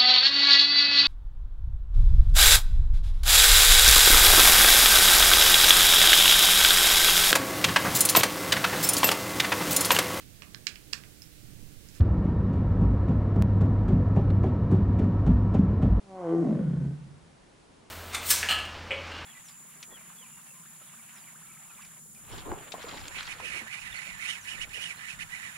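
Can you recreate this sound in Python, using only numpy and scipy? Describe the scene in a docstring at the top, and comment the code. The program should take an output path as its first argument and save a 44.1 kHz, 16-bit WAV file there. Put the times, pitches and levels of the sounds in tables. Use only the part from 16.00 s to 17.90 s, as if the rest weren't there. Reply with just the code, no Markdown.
"""A tiger gives one long moan, some way off in a forest. The call starts as a clear, sinking tone, the vocal
folds sounding through the open mouth, with a breathy rasp and a thin hiss at the teeth. As the jaws close the
folds pulse unevenly, and it breaks into a rough, fluttering growl that darkens and dies away over a rumble an
octave below. The trees scatter a soft tail, and a faint, steady rumble and hiss fill the forest."""
import sys
import numpy as np
from scipy import signal
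from scipy.fft import rfft, irfft
from scipy.io import wavfile
from scipy.ndimage import uniform_filter1d

SR = 44100
rng = np.random.default_rng(int(sys.argv[2]) if len(sys.argv) > 2 else 0)


def pcm_store(signal):
    """Save signal as 16-bit PCM."""
    levels = np.round(np.clip(np.atleast_2d(signal), -1, 1) * 32767)
    wavfile.write(sys.argv[1], SR, levels.astype(np.int16).T)


N = 83790
TIME = np.arange(N) / SR
BIN_HZ = np.arange(N // 2 + 1) * SR / N


def from_db(db):
    """Decibels to gain."""
    return 10 ** (np.asarray(db) / 20)


def unit_power(x):
    """Scale to an RMS of one."""
    return x / np.sqrt(np.mean(x ** 2) + 1e-20)


def curve(rows, column=1):
    """One column of an automation curve at every sample."""
    rows = np.array(rows)
    return np.interp(TIME, rows[:, 0], rows[:, column])


def fader(rows, column=1):
    """Gain of a dB curve, fading 100 dB a second after its last point."""
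    return from_db(curve(rows, column) - 100 * np.maximum(TIME - rows[-1][0], 0))


def spectrum(rows):
    """A curve over log frequency, read at every FFT bin."""
    rows = np.array(rows)
    return np.interp(np.log(BIN_HZ + 1), np.log(rows[:, 0]), rows[:, 1])


def drift(rate_hz):
    """Random wobble with a spread of one, mostly slower than rate_hz."""
    return unit_power(irfft(rfft(rng.standard_normal(N)) / (1 + (BIN_HZ / rate_hz) ** 2), N))


def butter(x, hz, kind, order=2):
    """Butterworth filter."""
    return signal.sosfilt(signal.butter(order, hz, kind, fs=SR, output="sos"), x)


def resonate(x, hz, q):
    """A still or moving resonance, applied twice for steep skirts."""
    hz = np.broadcast_to(hz, N)
    out, state, block = np.zeros(N), np.zeros((2, 2)), 64
    for i in range(0, N, block):
        w = 2 * np.pi * hz[i] / SR
        r = np.exp(-w / (2 * q))
        section = [(1 - r * r) / 2, 0, (r * r - 1) / 2, 1, -2 * r * np.cos(w), r * r]
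        out[i:i + block], state = signal.sosfilt([section, section], x[i:i + block], zi=state)
    return out


def hold_level(x, window_s=.03):
    """Hold the power steady, leaving the fast flutter."""
    size = int(window_s * SR)
    power = uniform_filter1d(uniform_filter1d(x * x, size), size)
    return x / np.sqrt(np.abs(power) + 1e-12)


# The sinking note of the moan. Each row: time in seconds, pitch in Hz.
PITCH = [(0, 210.1), (.085, 191.6), (.16, 187.1), (.21, 179.9), (.275, 164.8), (.335, 168.3), (.44, 168.2),
         (.65, 150), (.95, 151.8)]


def fold_pitch():
    """The vocal folds slide down in pitch with a slight jitter."""
    return curve(PITCH) * (1 + .005 * drift(44))


# The lowest throat resonance, falling as the jaws close. Each row: time in seconds, centre in Hz.
MOUTH = [(.05, 720), (.18, 670), (.24, 570), (.29, 445), (.335, 352), (.38, 315), (.43, 305), (.465, 222),
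         (.57, 198), (.68, 160), (.95, 158)]
# Upper resonances of the open mouth. Each row: centre in Hz, width in Hz, gain in dB.
OPEN_FORMANTS = [(730, 73, -13), (1137, 56, -7.5), (1330, 140, -32), (2030, 210, -25.5)]
MOUTH_Q, OPEN_MOUTH_HZ, JAW_MUFFLING = 2.6, 640, 1.73
PHARYNX_HZ, PHARYNX_WIDTH_HZ = 340, 110


def throat_gain(hz, mouth_hz):
    """Throat and mouth shape a partial; the closing jaws muffle the upper resonances."""
    ratio = hz / mouth_hz
    lowest = 1 / np.hypot(1 - ratio ** 2, ratio / MOUTH_Q) / np.hypot(1, (ratio / 1.5) ** 3)
    pharynx_lift = 1 + .65 / (1 + (2 * (hz - PHARYNX_HZ) / PHARYNX_WIDTH_HZ) ** 2)
    upper = sum(from_db(db) / np.hypot(1, 2 * (hz - centre) / width) ** 1.07
                for centre, width, db in OPEN_FORMANTS)
    return lowest * pharynx_lift + upper * (mouth_hz / OPEN_MOUTH_HZ) ** JAW_MUFFLING


# The swell of the clear tone. Each row: time in seconds, level of the fundamental in dB.
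TONE_SWELL = [(0, -68), (.04, -61), (.11, -53), (.21, -48), (.29, -38.3), (.33, -34), (.38, -31.5),
              (.435, -30), (.48, -44), (.56, -70)]
# The folds brighten with effort, then slacken. Each row: time in seconds, tilt in dB per octave.
BRIGHTNESS = [(.05, -9.5), (.11, -3.5), (.21, -.3), (.26, -1), (.33, .7), (.44, -2)]
# The voice cracks as every second cycle weakens.
# Each row: time in seconds, gain in dB of the partials halfway between the harmonics.
DOUBLING = [(.28, -52.5), (.315, -10.5), (.345, -0.5), (.37, -21.5), (.45, -20)]


def clear_tone(pitch, cycles):
    """Harmonics of the folds sound through the closing mouth; for a moment the period doubles."""
    mouth_hz, tilt_db, doubling = curve(MOUTH), curve(BRIGHTNESS), from_db(curve(DOUBLING))
    tone = 0
    for k in np.arange(1, 13, .5):
        hz = k * pitch
        shimmer_db = .55 * np.sqrt(k) * drift(38)
        gain = throat_gain(hz, mouth_hz) * from_db(tilt_db * np.log2(k) + shimmer_db)
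        if k % 1:  # halfway partials fall away below the mouth resonance
            below_hz = np.maximum(mouth_hz - hz, 0)
            gain = gain * doubling / (1 + (below_hz / 53) ** 2)
        lag = np.arctan2(hz / mouth_hz / MOUTH_Q, 1 - (hz / mouth_hz) ** 2)
        tone = tone + gain * np.cos(2 * np.pi * k * cycles - lag)
    return np.sqrt(2) * fader(TONE_SWELL) * tone / throat_gain(pitch, mouth_hz)


# The forest's reverb. Each row: band centre in Hz, seconds to fall by 60 dB,
# level against the direct sound in dB, side against mid in dB.
TREE_REVERB = [(170, 1.0, -12, -7), (420, .7, -12, -1), (1100, .7, -6, 0), (3000, .6, -2, 0)]


def tree_reverb(call):
    """Trunks and leaves scatter a soft tail, wider in the treble."""
    t, response = np.arange(SR) / SR, 0
    for hz, t60, db, side_db in TREE_REVERB:
        low, high = hz / np.sqrt(3), hz * np.sqrt(3)
        mid, side = butter(rng.standard_normal((2, SR)), [low, high], "band") * from_db(-60 * t / t60)
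        tail = mid + from_db(side_db) * side * [[1], [-1]]
        band_share = (high - low) / (SR / 2)
        response = response + from_db(db) * tail * np.sqrt(2 * band_share / np.sum(tail ** 2))
    return signal.fftconvolve(call[None], response, axes=1)[:, :N]


# The colour of the forest bed. Each row: frequency in Hz, relative level in dB.
BED_COLOUR = [(15, -38), (25, -2.5), (48, -7), (106, -4.5), (137, -4.5), (234, -5.5), (342, -5), (526, -9),
              (629, -10), (1020, -11.5), (1130, -13.5), (1490, -16.5), (10800, -29), (14000, -58.5),
              (22000, -120)]
# Its stereo image. Each row: frequency in Hz, left-right likeness from 0 (wide) to 1 (mono).
BED_LIKENESS = [(60, 0.83), (140, 0.8), (330, 0.11), (790, .05), (1860, 0.22), (4400, 0.36), (10400, 0.86)]


def forest_bed(level_db=-57):
    """A faint, steady rumble and hiss, wide in the mids and narrow at both ends."""
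    mid, side = rfft(rng.standard_normal((2, N))) * from_db(spectrum(BED_COLOUR))
    alike = spectrum(BED_LIKENESS)
    stereo = np.sqrt(1 + alike) * mid + np.sqrt(1 - alike) * side * [[1], [-1]]
    return from_db(level_db) * unit_power(irfft(stereo, N))


# The flutter in rasp and growl. Each row: time in seconds, flaps per second.
FLUTTER_RATE = [(.45, 58), (.56, 56), (.68, 25), (1.0, 27.04)]


def throat_flutter(depth=.65, wander=.2):
    """The throat flaps at a wandering rate, swinging a gain around one."""
    flaps = np.cumsum(curve(FLUTTER_RATE) * (1 + wander * drift(15))) / SR
    return 1 + depth * np.cos(2 * np.pi * flaps)


# The rasp's body, in the second throat resonance. Each row: time in seconds, centre in Hz, level in dB.
RASP_BODY = [(.08, 784, -74.5), (.24, 806, -50.5), (.33, 740, -46), (.43, 671, -44), (.51, 572, -40.5),
             (.61, 530, -41.5), (.68, 479, -57), (.8, 489, -56.5), (.93, 501, -68), (1.2, 478, -78)]
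# The rasp's treble edge. Each row: time in seconds, level in dB.
RASP_EDGE = [(.05, -91.5), (.18, -56.5), (.29, -47.5), (.38, -56.5), (.52, -56.5), (.65, -59.5),
             (.8, -61.5), (.92, -70.5), (1.2, -79)]
# The colour of that edge. Each row: centre in Hz, width in Hz, relative level at mid-call in dB,
# change as the jaws close in dB per second.
EDGE_FORMANTS = [(886, 63, -1, -12.5), (1071, 97, 0, -16), (1466, 190, -1.5, 7.5), (2090, 440, -11, 6),
                 (3145, 150, -14, 4.5)]
MID_CALL_S = .54


def rasp(cycles, flutter):
    """Turbulent breath, pulsing with each cycle of the folds, excites the upper throat resonances."""
    fold_gate = 1 + .35 * np.cos(2 * np.pi * cycles)
    puffs = rng.standard_normal(N) * (1 + .3 * (flutter - 1)) * fold_gate
    body = hold_level(resonate(puffs, curve(RASP_BODY), q=4.4))
    closing_s = np.minimum(TIME - MID_CALL_S, MID_CALL_S)
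    edge = 0
    for k, (hz, width, db, db_per_s) in enumerate(EDGE_FORMANTS):
        ring = unit_power(signal.lfilter(*signal.iirpeak(hz, hz / width, fs=SR), puffs))
        edge = edge + (-1) ** k * from_db(db + db_per_s * closing_s) * ring
    edge = butter(butter(edge, 870, "high"), 3500, "low", order=1)
    return fader(RASP_BODY, column=2) * body + fader(RASP_EDGE) * hold_level(edge)


# A thin hiss on top of the call. Each row: time in seconds, level in dB.
TEETH_HISS = [(.15, -77.5), (.42, -73), (.55, -79.5), (.75, -105)]


def teeth_hiss():
    """Air rushes past the teeth at the height of the call."""
    return fader(TEETH_HISS) * unit_power(resonate(rng.standard_normal(N), hz=6000, q=1.8))


def rough_pulses(pitch, flutter, jitter=.2, shimmer_db=2):
    """The folds beat unevenly in time and strength, and the flutter bunches their pulses."""
    cycles = np.cumsum(pitch * np.exp(jitter * (drift(70) - jitter / 2))) / SR
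    return np.diff(np.floor(cycles), prepend=0) * flutter * from_db(shimmer_db * drift(140))


# The growl takes over from the tone. Each row: time in seconds, level in dB.
GROWL_SWELL = [(.2, -72), (.33, -44), (.42, -30.5), (.47, -26), (.53, -26), (.63, -29), (.68, -26),
               (.77, -28.5), (.85, -29), (.95, -34.5), (.975, -47), (1.09, -49), (1.16, -60.5)]


def growl(pulses, pitch):
    """Rough pulses ring in mouth and pharynx, keeping a narrow core at the pitch of the folds."""
    mouth = resonate(pulses, curve(MOUTH), q=2.41)
    core = from_db(-5.5) * resonate(pulses, pitch, q=3.6)
    pharynx = from_db(-17) * resonate(pulses, PHARYNX_HZ, q=7.8)
    voice = butter(mouth + core + pharynx, 111.5, "high", order=6)
    return fader(GROWL_SWELL) * hold_level(voice)


# The sub-octave under the growl. Each row: time in seconds, level in dB.
SUB_OCTAVE_SWELL = [(.25, -70.5), (.5, -55), (.63, -50), (.75, -46), (.86, -42.5), (.97, -59), (1.15, -58)]


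def sub_octave(pulses, pitch):
    """The same rough pulses ring an octave below the folds, as every other cycle of the folds weakens."""
    return fader(SUB_OCTAVE_SWELL) * hold_level(resonate(pulses, pitch / 2, q=4))


def scene():
    """The tiger straight ahead, among the trees."""
    pitch, flutter = fold_pitch(), throat_flutter()
    cycles = np.cumsum(pitch) / SR
    tone = clear_tone(pitch, cycles)
    pulses = rough_pulses(pitch, flutter)
    call = tone + growl(pulses, pitch) + sub_octave(pulses, pitch) + rasp(cycles, flutter)
    call = call + teeth_hiss()
    return call + tree_reverb(call) + forest_bed()


def record(dry):
    """A steep low-pass takes off the top above 11 kHz."""
    return signal.sosfilt(signal.ellip(12, .1, 70, 11000, fs=SR, output="sos"), dry)


dry = scene()
out = record(dry)
pcm_store(out)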